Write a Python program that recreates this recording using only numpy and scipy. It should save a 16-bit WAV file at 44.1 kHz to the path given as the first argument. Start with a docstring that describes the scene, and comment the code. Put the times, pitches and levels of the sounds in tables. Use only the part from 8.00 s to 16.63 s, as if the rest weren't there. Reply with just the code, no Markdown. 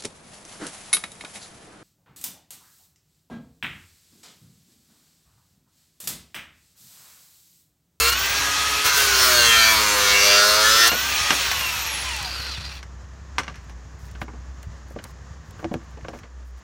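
"""An angle grinder whines and rattles outdoors, cuts a plastic box, speeds up free and runs down to a stop;
knocks of off-cut and box sound from the end of the cut on, with ticks and rustles, over a far engine, a hum,
traffic and insect hiss. Disc speed drives rotor sines, fan whistle, gear noise, scrape and ringing box wall;
knocks and clicks ring modes; air and hiss are coloured noise. One microphone feeds both channels."""
import sys
import numpy as np
from scipy import signal
from scipy.fft import rfft, irfft, next_fast_len
from scipy.io import wavfile
from scipy.ndimage import uniform_filter1d, map_coordinates

SR = 44100
rng = np.random.default_rng(int(sys.argv[2]) if len(sys.argv) > 2 else 0)


def wav_record(signal):
    """Record a signal, one row per channel, as 16-bit PCM in the file named by sys.argv[1]."""
    frames = np.transpose(np.atleast_2d(signal))
    bounded = np.clip(frames, -1, 1)
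    # unit amplitude maps onto the largest positive 16-bit level
    quanta = np.round(bounded * 32767).astype(np.int16)
    wavfile.write(sys.argv[1], SR, quanta)


N = 380565
T = np.arange(N) / SR

GEAR_RATIO, FAN_BLADES = 35 / 12, 39   # rotor turns per disc turn; blades on the rotor
LATE_TONES_FROM_S, STANDSTILL_S = 3.1, 4.79   # late tone levels fade in while the disc still speeds up
TONE_FLICKER_DB = 2.2

# two spells of disc in plastic: (time [s], scrape level [dB], chip spray re scrape [dB])
CUT_SPELLS = [
    [(0.0, -24, 3.5), (0.022, -25, -0.5), (0.096, -19.5, -5), (0.114, -34, 1), (0.13, -15, -7)],
    [(0.84, -26, -8), (0.86, -17, -6), (0.92, -22, -12.5), (0.98, -19, -1.5), (1.12, -20, -9),
     (1.24, -18, -4.5), (1.56, -18.5, -10), (1.72, -18.5, -8), (1.79, -20, -9), (2.08, -19.5, -7.5),
     (2.31, -16.5, -11.5), (2.55, -20.5, -6.5), (2.58, -20.5, -9.5), (2.86, -16, -11.5), (2.88, -17, -2.5),
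     (2.9, -25, -21)],
]


def amp(db):
    """Decibels to amplitude factor."""
    return 10 ** (np.asarray(db) / 20)


def rms_one(x):
    """Scale to rms 1."""
    return x / np.sqrt(np.mean(x ** 2) + 1e-20)


def in_time(rows):
    """Interpolate each column over the scene; the first column is time."""
    s, *columns = np.transpose(rows)
    return [np.interp(T, s, c) for c in columns]


def at_hz(points, hz):
    """Read a (frequency, level) curve on a log frequency axis."""
    f, db = np.transpose(points)
    return np.interp(np.log(np.maximum(hz, 1)), np.log(f), db)


def gate(start_s, end_s, fade_s):
    """One between start and end, with smooth ramps."""
    ramp = np.minimum(T - start_s, end_s - T) / fade_s + .5
    return np.sin(np.pi / 2 * np.clip(ramp, 0, 1)) ** 2


def colour(x, spectrum):
    """Impose a spectrum on a white signal; rms 1."""
    size = next_fast_len(N)
    gain = amp(at_hz(spectrum, np.fft.rfftfreq(size, 1 / SR)))
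    return rms_one(irfft(rfft(x, size) * gain, size)[:N])


def drift(rate_hz, at=np.arange(N)):
    """Slow random wander of rms 1 (two-pole low-passed noise), read at the given samples."""
    r = np.exp(-80 * np.pi * rate_hz / SR)   # one step per 40 samples
    noise = rng.standard_normal(N // 40 + 2002)
    slow = signal.lfilter([1], [1, -2 * r, r * r], noise)[2000:]
    return np.interp(at / 40, np.arange(len(slow)), rms_one(slow))


def ring(x, hz, t60_s):
    """Damped resonator: a unit click sets a sine of initial height 1 ringing."""
    r, w = amp(-60 / (t60_s * SR)), 2 * np.pi * hz / SR
    return signal.lfilter([0, np.sin(w)], [1, -2 * r * np.cos(w), r * r], x + 1e-18)


def burst(start_s, t60_s):
    """Start index and samples of a noise burst that dies away exponentially."""
    fade = amp(-60 * np.arange(round(.2 * SR)) / (t60_s * SR))
    at = round(start_s * SR)
    return at, (fade * rng.standard_normal(len(fade)))[:N - at]


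def patchy(x, depth_db, rate_hz):
    """Third-octave bands swell and sink at random, each on its own."""
    size = next_fast_len(N)
    hz = np.maximum(np.fft.rfftfreq(size, 1 / SR), 1)
    band = np.clip(np.log2(hz / 300) * 3, 0, 17)   # in third octaves above 300 Hz
    spectrum = rfft(x, size)
    out = 0
    for k in range(18):
        share = np.clip(1 - abs(band - k), 0, 1)
        out = out + irfft(spectrum * share, size)[:N] * amp(depth_db * drift(rate_hz))
    return rms_one(out)


def repeating(turns, wear):
    """Noise bound to a turning surface: each turn repeats the last, slowly wearing into another pattern."""
    points = 300   # per turn
    noise = rng.standard_normal((int(turns[-1]) + 60, points))
    rim = signal.lfilter([1], [1, -wear], noise, axis=0)[50:]
    read = map_coordinates(rim.ravel(), [turns * points], order=3)
    return colour(read, [(20, 0), (9000, 0), (16000, 3)])


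def rotor_tones(turns, speed, contact, slack):
    """Sines at multiples of rotor speed, loud where they cross casing resonances, plus a disc hum."""
    # casing response: (frequency [Hz], gain [dB])
    casing = [(300, -49), (700, -18), (1000, -8.5), (1150, -9.5), (1270, -4.5), (1450, -2.5), (1700, -9.5),
              (2300, -10.5), (2750, 6), (3000, -10.5), (3250, -21.5), (4250, -0.5), (5000, -30)]
    # (rotor multiple, level running free [dB], under load [dB], late [dB]), before the casing gain
    multiples = [(3, -30.5, -36.5, -37), (4, -28, -29, -38), (8, -29, -36, -38), (12, -30, -28, -40)]
    # brief rotor tones: (start [s], end [s], rotor multiple, level [dB])
    flares = [(0, .15, 8, -28), (0, .5, 4, -40), (.15, .9, 1, -48), (.466, .95, 3, -34),
              (1.37, 1.558, 8, -30), (2.946, 3.14, 3, -46), (3.13, 3.3, 3, -38), (3.12, 3.3, 6, -36),
              (3.2, 3.4, 8, -39), (3.45, 3.7, 8, -38), (3.517, 3.756, 3, -41.5), (3.9, 4.05, 12, -46),
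              (4.05, 4.2, 12, -40), (4.02, 4.3, 4, -43), (4.205, 4.276, 5, -43), (4.335, 4.44, 30, -37),
              (4.427, 4.53, 12, -45), (4.505, 4.59, 30, -43), (4.5, 4.58, 39, -41)]
    slack_db, disc_hum_db = -46, -51   # tones sink as the gears go slack
    rotor = 2 * np.pi * GEAR_RATIO * turns
    late = gate(LATE_TONES_FROM_S, 99, 0.19)
    free = 1 - contact - late
    out = np.zeros(N)
    for k, free_db, load_db, late_db in multiples:
        k = round(k)
        level_db = at_hz(casing, k * GEAR_RATIO * speed) + TONE_FLICKER_DB * drift(11.0)
        level_db += free_db * free + load_db * contact + late_db * late + slack_db * slack
        out += amp(level_db) * np.sin(k * rotor + 0.89 * drift(39))
    for start, end, k, db in flares:
        level = amp(db + TONE_FLICKER_DB * drift(30)) * gate(start, end, .05)
        out += level * np.sin(round(k) * (rotor + .06 * drift(60)))
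    hum_level = amp(disc_hum_db + TONE_FLICKER_DB * drift(8)) * free
    out += hum_level * np.sin(4 * np.pi * turns)   # twice the disc speed
    return np.sqrt(2) * out


def fan_whistle(turns, speed, contact):
    """Blade-passing sine of the rotor fan; its level follows its pitch."""
    # (pitch [Hz], level [dB])
    by_pitch = [(2500, -95), (6000, -66), (8500, -54), (10000, -46), (11500, -40), (13500, -43),
                (15000, -36), (16500, -40)]
    deep_cut = contact * (T > CUT_SPELLS[0][-1][0] + .1)
    level_db = at_hz(by_pitch, FAN_BLADES * GEAR_RATIO * speed)
    level_db += (4.6 + 3 * contact) * drift(25) - 8.5 * deep_cut   # sinks and breaks up in the cut
    phase = FAN_BLADES * 2 * np.pi * GEAR_RATIO * turns + 1.2 * drift(40)
    return np.sqrt(2) * amp(level_db) * np.sin(phase)


def tooth_clicks(turns, speed, slack):
    """Loose teeth click at random as the gears slow and ring the gear case."""
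    # gear case modes: (frequency [Hz], level [dB], t60 [s])
    case_modes = [(1550, -9, 0.015), (2900, -6, .012), (4200, -2, 0.016), (4520, -1, .018),
                  (4720, 0, 0.018), (5350, -8, .012)]
    top_clicks_per_s, level_db, spread_db = 2200, 4, 2.0   # level re rattle
    struck = rng.random(N) < top_clicks_per_s * np.clip(speed / 40, .5, 1) / SR
    clicks = struck * amp(spread_db * np.minimum(rng.exponential(1, N), 3.5))
    rung = sum(amp(db + 4.4 * drift(16)) * ring(clicks, hz, t60) for hz, db, t60 in case_modes)
    level = slack * np.clip(speed / 35, 0, 1) * amp(level_db + 2.0 * drift(12))
    return level * (1 + 0.14 * np.sin(2 * np.pi * turns)) * rms_one(rung)


def gear_rattle(turns, speed, contact, slack):
    """Tooth noise bound to disc and rotor turns, rougher when slack, direct and through the housing."""
    # tooth noise spectrum: (frequency [Hz], relative density [dB])
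    tooth_spectrum = [(120, -54.5), (250, -17), (500, -13), (900, -7.5), (1250, -5.5), (1800, -4),
                      (2600, -1), (4300, -6), (4950, -4), (5500, -1), (6500, -2), (7600, -11.5),
                      (10000, -21), (15900, -61.5)]
    # housing resonances: (frequency [Hz], width [Hz], level [dB])
    housing_modes = [(1500, 350, -9), (2020, 150, -6), (2700, 250, -4), (3600, 300, -8), (4300, 350, -1),
                     (4700, 250, -2), (5700, 700, -4), (11300, 500, -7)]
    bound = .55 * repeating(turns, .85) + .45 * repeating(GEAR_RATIO * turns / 3, .85)
    teeth = (1 - slack) * bound + (.7 + .3 * slack) * rng.standard_normal(N)
    teeth *= 1 + slack * (0.34 * np.sin(2 * np.pi * turns) + 0.21 * drift(98))   # loose teeth knock unevenly
    broad = colour(teeth, tooth_spectrum)
    peaks = sum(amp(db) * rms_one(ring(broad, hz, 2.2 / width)) for hz, width, db in housing_modes)
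    housing = .5 + 1.0 * slack   # loose teeth ring the housing more
    mixed = (broad + housing * rms_one(peaks)) / np.sqrt(1 + housing ** 2)
    rattle = patchy(mixed, depth_db=1.1, rate_hz=14.0)
    rattle *= 1 - 0.36 * contact   # load takes up the play
    return rattle + tooth_clicks(turns, speed, slack)


def cooling_air():
    """Fan air as patchy coloured noise."""
    # (frequency [Hz], relative density [dB])
    air_spectrum = [(4000, -30), (7000, -3), (9500, -3), (10500, -6), (11400, -1), (12500, -4), (15900, -7)]
    return patchy(colour(rng.standard_normal(N), air_spectrum), depth_db=2.5, rate_hz=8.9)


def motor(turns, speed, contact):
    """Rotor tones, fan whistle, gear rattle and cooling air, all following the disc speed."""
    # (disc speed [turns/s], rattle level before load and clicks [dB], air level [dB])
    running = [(2.985, -42, -62), (9.7, -38, -57), (22.1, -38.5, -66), (48, -35, -48), (90, -29, -44),
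               (117, -26.5, -35.5), (127, -24.5, -38.5), (139.8, -22, -33)]
    slack = np.clip(1.3 - speed / 70, 0, 1)   # slowing gears lose their preload
    speeds, *levels = np.transpose(running)
    rattle_db, air_db = [np.interp(speed, speeds, db) for db in levels]
    sound = rotor_tones(turns, speed, contact, slack) + fan_whistle(turns, speed, contact)
    sound += amp(rattle_db) * gear_rattle(turns, speed, contact, slack)
    sound += amp(air_db) * cooling_air()
    return gate(-1, STANDSTILL_S, 0.096) * sound


def cutting(turns, speed, contact):
    """Rim grit passes once a turn, so part of the scrape repeats, more as the disc slows; chips spray."""
    # scrape spectrum: (frequency [Hz], relative density [dB])
    scrape_spectrum = [(90, -52), (160, -44.5), (250, -20.5), (450, -10), (800, -13.5), (1350, -0.5),
                       (2000, -6), (2900, -7), (3600, -5.5), (4500, -4.5), (6300, -6), (7500, -14.5),
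                       (9000, -43)]
    # chip and grit spray spectrum: (frequency [Hz], relative density [dB])
    spray_spectrum = [(5000, -19.5), (7500, 1), (9500, 5.5), (10600, -3), (12000, 1), (14000, 0),
                      (15900, 3)]
    # harder bite once a turn: (time [s], depth [0-1])
    beat = [(0, 0.04), (.9, 0.15), (1.25, 0.06), (1.7, 0.03), (1.8, 0), (2.8, 0), (2.9, 0)]
    repeat_free, repeat_per_sag = 0.31, 0.017   # repeating share; gain per turn/s of speed lost
    level_db, spray_db = in_time(np.concatenate(CUT_SPELLS))
    rim = repeating(turns, .93)
    repeat = np.clip(repeat_free + repeat_per_sag * (speed.max() - speed), .3, .8)
    wobble = 1 + np.clip(in_time(beat)[0], 0, 1) * np.cos(2 * np.pi * turns)
    scrape = wobble * (np.sqrt(repeat) * rim + np.sqrt(1 - repeat) * rng.standard_normal(N))
    spray = wobble * (.8 * rim + .6 * rng.standard_normal(N))
    mixed = colour(scrape, scrape_spectrum) + amp(spray_db) * colour(spray, spray_spectrum)
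    return contact * amp(level_db) * patchy(mixed, depth_db=1.5, rate_hz=6.0)


def wall(turns, speed, contact):
    """Each disc multiple sounds as the box wall resonates at its pitch; some sing as the grip shifts."""
    # wall resonances: (frequency [Hz], width [Hz], level [dB])
    resonances = [(213, 66, -55), (395, 81, -41), (466, 23, -44.5), (604, 66, -51.5), (1006, 120, -36.5),
                  (1450, 200, -51), (1910, 880, -60.5), (2210, 250, -39.5), (2742, 100, -36.5),
                  (3806, 120, -53.5), (4320, 110, -35), (4580, 59, -36.5)]
    # singing multiples: (start [s], end [s], disc multiple, level [dB])
    singing_spells = [(0, 0.1, 15, -32.5), (0, 0.075, 4, -34), (0, .1, 37, -35), (0.868, 1.116, 10, -40),
                      (0.907, 1.036, 11, -28), (0.874, 1.474, 11, -40), (1.01, 1.454, 3, -42.5),
                      (1.15, 1.268, 32, -26.5), (1.19, 1.284, 41, -24), (1.258, 1.425, 5, -31.5),
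                      (1.274, 1.69, 27, -32), (1.283, 1.503, 12, -36), (1.3, 1.552, 1, -44.5),
                      (1.303, 1.62, 54, -27), (1.342, 1.456, 13, -26), (1.32, 1.456, 36, -26),
                      (1.367, 1.483, 38, -27.5), (1.36, 1.94, 2, -51.5), (1.395, 2.835, 2, -50.5),
                      (1.44, 1.637, 28, -22.5), (1.453, 1.732, 16, -24), (1.56, 1.663, 37, -25),
                      (1.65, 1.753, 30, -26.5), (1.49, 1.927, 22, -38.5), (1.507, 1.75, 21, -25),
                      (1.537, 1.722, 41, -29.5), (1.55, 1.692, 36, -40.5), (1.55, 1.826, 14, -34),
                      (1.56, 1.726, 13, -25), (1.56, 1.76, 6, -36.5), (1.57, 1.906, 11, -35),
                      (1.576, 1.697, 38, -35), (1.576, 1.72, 20, -32.5), (1.75, 2.91, 4, -41.5),
                      (1.902, 2.793, 5, -33.5), (1.97, 2.14, 36, -32), (1.98, 2.167, 41, -50),
                      (1.993, 2.18, 32, -33), (2.04, 2.338, 22, -32), (2.08, 2.26, 21, -33.5),
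                      (2.117, 2.414, 27, -29), (2.167, 2.373, 28, -34.5), (2.172, 2.398, 23, -33),
                      (2.207, 2.416, 46, -23), (2.216, 2.33, 60, -29), (2.22, 2.53, 39, -45),
                      (2.29, 2.734, 13, -29.5), (2.44, 2.537, 51, -29), (2.658, 2.71, 14, -28),
                      (2.837, 2.88, 13, -33), (2.74, 2.88, 53, -41), (2.244, 2.635, 6, -29),
                      (2.33, 2.663, 41, -35), (2.364, 2.477, 14, -23), (2.567, 2.863, 31, -31),
                      (2.608, 2.84, 30, -42), (2.655, 2.71, 16, -22), (2.77, 2.884, 16, -24),
                      (2.643, 2.88, 54, -40), (2.68, 2.81, 36, -33), (2.684, 2.866, 46, -24.5),
                      (2.684, 2.883, 12, -36), (2.756, 2.86, 41, -30.5)]
    swell_db, swell_hz, multiples_end = 2.5, 4, 62   # sounds multiples 1 to 61
    neighbour_db = -11   # the multiples beside a singing one join in
    end = round((CUT_SPELLS[-1][-1][0] + .1) * SR)
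    at = np.arange(0, end, 64)   # control samples
    out = np.zeros(N)
    shaken = (turns + .0032 * drift(70))[:end]   # the wall trembles against the disc
    singing = np.zeros((multiples_end + 4, len(at)))
    for start, stop, multiple, db in singing_spells:
        singing[round(multiple)] += amp(db) * gate(start, stop, 0.11)[at]
    singing[8:-1] += amp(neighbour_db) * (singing[7:-2] + singing[9:])
    for k in range(1, multiples_end):
        pitch = k * speed[at]
        steady = sum(amp(db) / (1 + (2 * (pitch - hz) / width) ** 4) for hz, width, db in resonances)
        slow, fast = drift(swell_hz, at), drift(29, at)
        sway = min(k / 12, 1)   # low multiples hold steadier
        gain = (steady * amp(swell_db * slow * sway) + singing[k]) * amp(2.4 * fast * sway)
        phase = rng.normal(np.pi / 2, 0.69)   # all are driven by the same high spot
        out[:end] += np.interp(np.arange(end), at, gain) * np.sin(2 * np.pi * k * shaken + phase)
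    return np.sqrt(2) * contact * out


def struck_modes(contact, modes, tilt_db, pivot_hz, uneven_db, decay):
    """Contact noise rings modes, tilted in dB per octave about a pivot and struck unevenly."""
    out = 0
    for (hz, db, t60), u in zip(modes, uneven_db):
        out = out + amp(db + u + tilt_db * np.log2(hz / pivot_hz)) * ring(contact, hz, decay * t60)
    return rms_one(out)


def knocks():
    """Box and off-cut: a crack and rough contact, heard directly and through body and edge modes."""
    # (time [s], hollow body peak [dB], thin edge peak [dB], length factor,
    # body tilt [dB/octave], edge tilt [dB/octave]); tilts tell where and how hard it is struck
    hits = [(2.917, -46, -7.5, 1.3, 4, 3), (2.929, -19.5, -35, 1.1, 13, 0), (2.945, -25, -21, 0.58, 7, 0),
            (3.306, -42, 1, 0.69, 5, 1), (3.317, -22, -13, 0.67, 4, -4), (3.324, -22.5, -22, 0.84, 13, 3),
            (3.463, -44, -17, .6, 2, 6), (3.515, -40, -4.5, 0.6, 10, 8), (3.548, -50, -18, .4, 0, 4),
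            (3.61, -45, -10, 0.45, 3, 7), (4.829, -55, -23.5, 0.6, 0, 3), (5.383, -41, -3, 0.82, 3, 2),
            (5.394, -28, -17, 1.3, 11, 2), (5.434, -39, -23, 0.7, 2, 2), (5.443, -42, -30, 1, 4, 1),
            (5.468, -48, -31, 1, 0, 1), (5.48, -45, -16, 0.66, -5, -1.5), (5.498, -36, -30.5, 1.4, 5, 0),
            (5.52, -55, -42, 0.91, 0, 4), (5.543, -51, -33, 3.1, 0, 1), (5.557, -53, -33, 2.1, 0, 8),
            (5.697, -42, -32.5, 1.4, -2, 4), (6.152, -42, -32.5, 0.73, 3, -2),
            (6.216, -20.5, -20.5, 0.61, -2, -2.5), (6.224, -27, -39, .6, -9, -11),
            (6.281, -37, -29.5, 0.94, -5, -8), (6.335, -37, -40, 1.5, 2, -5), (6.632, -46, -35, 1, 0, 0),
            (6.908, -35.5, -46, .6, -2, -6), (6.961, -21.5, -37, 0.57, 4, -5),
            (6.988, -34, -29.5, 0.61, 0, -2.5), (6.996, -38, -42, .6, 2, -6), (7.04, -40, -33, .6, -1, -6),
            (7.051, -37, -34, 0.83, 3, -3), (7.592, -36, -34, 2, 4, -4.5), (7.627, -30, -40, 1.4, 5, -6),
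            (7.644, -17.5, -20.5, 0.64, 1, 0), (7.656, -30, -40, 0.52, -9, -5),
            (7.713, -18, -38, 0.62, -2, -4), (7.741, -14.5, -20.5, 0.52, 9, 0),
            (7.751, -23, -35, 0.8, -13, -9), (7.815, -48, -45, 1.3, 0, -3), (7.973, -34, -40, .8, 4, -2),
            (7.987, -40, -48, .8, -3, -4), (8.011, -55, -38, .5, 0, 6), (8.046, -28, -29, 0.62, -1, -4.5),
            (8.084, -24, -23.5, 0.87, 7, 2.5), (8.132, -30.5, -33.5, 1.1, 4, -4),
            (8.155, -31, -44, .8, -13, -2), (8.189, -50, -34, 1, 0, 7), (8.234, -41.5, -37, 1.6, 8, -1)]
    # hollow body modes: (frequency [Hz], level [dB], t60 before halving [s])
    body_modes = [(134, -16, 0.084), (250, -1.5, 0.17), (332, -3.5, 0.21), (465, -0.5, 0.08),
                  (577, 7.5, 0.039), (707, 3, 0.05), (855, -15, 0.085)]
    # thin edge modes: (frequency [Hz], level [dB], t60 before the factor 0.3 [s])
    edge_modes = [(1008, -24, 0.11), (1201, 3, 0.09), (1640, 14, 0.022), (2160, 8, 0.029),
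                  (2500, 3.5, 0.022), (2860, 2, 0.032), (3220, -11, 0.052), (4280, -8, .04),
                  (5200, -6, 0.036), (5720, 3, 0.021)]
    body_soft_hz, edge_soft_hz = 800, 6900   # low-pass corners; edge tilt shifts the second
    out = np.zeros(N)
    thud = signal.butter(2, [130, 900], "band", fs=SR, output="sos")
    soft = signal.butter(3, body_soft_hz, fs=SR, output="sos")
    clack = signal.butter(2, [700, 4200], "band", fs=SR, output="sos")
    for s, body_db, edge_db, length, body_tilt_db, edge_tilt_db in hits:
        dull_hz = np.clip(edge_soft_hz * amp(2 * edge_tilt_db), 900, 16000)
        dull = signal.butter(2, dull_hz, fs=SR, output="sos")
        at, contact = burst(s, 0.094 * max(length, .2))
        contact += 0.034 * burst(s, 0.23)[1]   # rattling tail
        crack = np.sin(np.pi * np.arange(12) / 6)
        contact[:12] += 3.0 * amp(2 * min(edge_tilt_db, 0)) * crack
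        uneven_db = rng.normal(0, 2.5, len(body_modes) + len(edge_modes))
        body = struck_modes(contact, body_modes, body_tilt_db, 400, uneven_db, .5)
        edge = struck_modes(contact, edge_modes, edge_tilt_db, 2000, uneven_db[len(body_modes):], .3)
        body = signal.sosfilt(soft, body + 0.22 * rms_one(signal.sosfilt(thud, contact)))
        edge = signal.sosfilt(dull, 2.3 * edge + rms_one(signal.sosfilt(clack, contact)))
        hit = amp(body_db) * body / abs(body).max() + amp(edge_db) * edge / abs(edge).max()
        out[at:at + len(hit)] += hit
    return out


def ticks_and_rustles():
    """Short noise ticks, first as the tool runs down, later dry and gritty; rustles of dense small grains."""
    # (time [s], level before the band-pass [dB])
    tick_hits = [(3.688, -26), (3.882, -28), (3.892, -30), (4.02, -35), (4.05, -32), (4.09, -27),
                 (4.164, -23), (4.227, -26), (5.5568, -47.5), (5.695, -49), (6.0023, -54), (6.1131, -43),
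                 (6.2153, -53), (6.629, -38.5), (6.9033, -51), (7.04, -28.5), (7.508, -41.5), (7.6421, -58),
                 (7.7383, -38), (8.0841, -60), (8.188, -45), (8.58, -53)]
    # cloth and soil: (start [s], length [s], level [dB])
    rustle_spells = [(5.99, 0.094, -61), (6.205, 0.034, -54), (6.62, .04, -67), (6.88, .07, -67),
                     (7.022, 0.1, -61), (7.448, 0.073, -69), (7.578, 0.055, -63), (7.718, 0.034, -63),
                     (7.83, .02, -68), (7.9, .02, -68), (8.13, .07, -68), (8.453, .06, -67),
                     (8.568, 0.033, -66)]
    tick_t60_s, grains_per_s = 0.023, 1500
    rustle_start_s, rustle_db, rustle_swing_db = 5.44, -82, 7
    out = np.zeros(N)
    for s, db in tick_hits:
        at, tick = burst(s, tick_t60_s)
        out[at:at + len(tick)] += amp(db) * tick
    out = signal.sosfilt(signal.butter(1, [2500, 11000], "band", fs=SR, output="sos"), out)
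    grains = (rng.random(N) < grains_per_s / SR) * amp(4.8 * np.minimum(rng.exponential(1, N), 4))
    grains = grains * rng.choice([-1, 1], N)
    rustle_spectrum = [(1500, -27), (5000, 2), (9000, -4), (16000, -6)]
    rustle = colour(grains + .3 * rng.standard_normal(N), rustle_spectrum)
    level = gate(rustle_start_s, 99, .05) * amp(rustle_db + rustle_swing_db * drift(4.9))
    level += sum(amp(db) * gate(s, s + length, .025) for s, length, db in rustle_spells)
    return out + level * rustle


def hum():
    """A low sine, wavering in pitch and level."""
    # (time [s], level [dB])
    hum_level = [(0.0, -32), (0.26, -44), (0.31, -42), (0.41, -37), (0.5, -45), (0.77, -38), (0.81, -51),
                 (1.01, -37), (2.35, -41.5), (2.45, -52), (2.52, -40), (3.22, -41.5), (4.16, -38),
                 (6.08, -41.5), (6.13, -37), (6.92, -40.5), (6.97, -47), (7.38, -39.5), (7.47, -49),
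                 (7.52, -43), (7.69, -46), (7.84, -38), (8.24, -46), (8.41, -37), (8.58, -40.5),
                 (8.63, -65)]
    centre_hz, width_hz = 63.5, 3.5
    phase = 2 * np.pi * np.cumsum(centre_hz + width_hz / 2 * drift(3)) / SR
    return amp(in_time(hum_level)[0]) * np.sin(phase) * np.sqrt(2) * amp(1.8 * drift(7))


def engine(gone):
    """A slow far engine: uneven soft puffs and rough noise ring the exhaust."""
    # exhaust modes: (frequency [Hz], level [dB], t60 [s])
    exhaust_modes = [(87, 6.5, 0.1), (100, -7, 0.33), (133.5, -4.5, 0.26), (158.1, -4, 0.35),
                     (207.6, -2, 0.12)]
    chugs_per_s, first_chug_s, level_db = 11, 0.029, -44.5
    cycles = chugs_per_s * (T - first_chug_s) + .03 * drift(2)
    firing = np.diff(np.floor(cycles), prepend=0) > 0
    puff = np.hanning(round(0.008 * SR))
    puffs = np.convolve(firing * amp(rng.normal(0, 3, N)), np.diff(puff))[:N]
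    rough = rms_one(uniform_filter1d(rng.standard_normal(N), 40))
    source = rms_one(uniform_filter1d(puffs, 40)) + .8 * rough
    chug = rms_one(sum(amp(db) * ring(source, hz, t60) for hz, db, t60 in exhaust_modes))
    return amp(level_db) * (1 - gone) * chug


def far_hiss(gone):
    """Traffic and insects: coloured noise of wandering level that drops as the engine fades."""
    # (frequency [Hz], relative density [dB])
    hiss_spectrum = [(150, 5), (270, -3), (450, -4.5), (800, -6.5), (1150, -3.5), (1420, -8), (1780, -5),
                     (2200, -14), (4000, -19), (6900, -14), (7600, -22), (8500, -32), (15900, -45.5)]
    level_db, drop_db = -49.5, -4.5
    white = rng.standard_normal(N) * amp(1.0 * drift(9.7))
    high = signal.butter(4, 120, "high", fs=SR, output="sos")
    return amp(level_db + drop_db * gone) * colour(signal.sosfilt(high, white), hiss_spectrum)


def surroundings():
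    """Hum, far engine and hiss behind the work."""
    engine_fades_s = 8.25
    gone = gate(engine_fades_s, 99, 0.052)
    return hum() + engine(gone) + far_hiss(gone)


def scene():
    """Drive the tool from disc speed and contact, add knocks, ticks, rustles and background."""
    # (time [s], disc speed [turns/s])
    spin = [(0, 113), (0.05, 115.8), (0.12, 121.7), (0.2, 130.7), (0.26, 135.2), (0.39, 140.5),
            (0.5, 142.7), (0.83, 145.1), (0.9, 143.0), (0.97, 140.6), (1.03, 136.9), (1.09, 134.7),
            (1.15, 131.2), (1.2, 129.6), (1.28, 126.2), (1.35, 122.5), (1.44, 118.0), (1.53, 114.0),
            (1.6, 113.0), (1.68, 111.3), (1.73, 110.3), (1.78, 107.0), (1.84, 106.0), (1.9, 104.4),
            (2.0, 102.0), (2.08, 101.2), (2.14, 101.1), (2.19, 101.3), (2.25, 102.1), (2.39, 102.2),
            (2.5, 104.7), (2.58, 106.5), (2.66, 108.3), (2.73, 110.9), (2.8, 113.2), (2.86, 114.6),
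            (2.96, 125.6), (3.02, 131.5), (3.15, 139), (3.3, 143), (3.4, 139.4), (3.5, 130), (3.75, 111.2),
            (3.9, 100), (4.07, 88.4), (4.2, 70.5), (4.3, 60.5), (4.43, 47), (4.58, 30), (4.81, 4)]
    speed, = in_time(spin)
    turns = np.cumsum(speed) / SR
    first, second = CUT_SPELLS
    contact = gate(-1, first[-1][0], 0.047) + gate(second[0][0], second[-1][0], 0.012)
    tool = motor(turns, speed, contact) + cutting(turns, speed, contact) + wall(turns, speed, contact)
    mono = tool + knocks() + ticks_and_rustles() + surroundings()
    return np.array([mono, mono])


def record(dry):
    """The deep bass rolls off, peaks are rounded and the top is cut steeply."""
    cutoff_hz = 15850
    dry = signal.sosfilt(signal.butter(2, 40, "high", fs=SR, output="sos"), dry)
    rounded = .95 * np.tanh(dry / .95)
    return signal.sosfilt(signal.ellip(12, .3, 85, cutoff_hz, fs=SR, output="sos"), rounded)


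dry = scene()
out = record(dry)
wav_record(out)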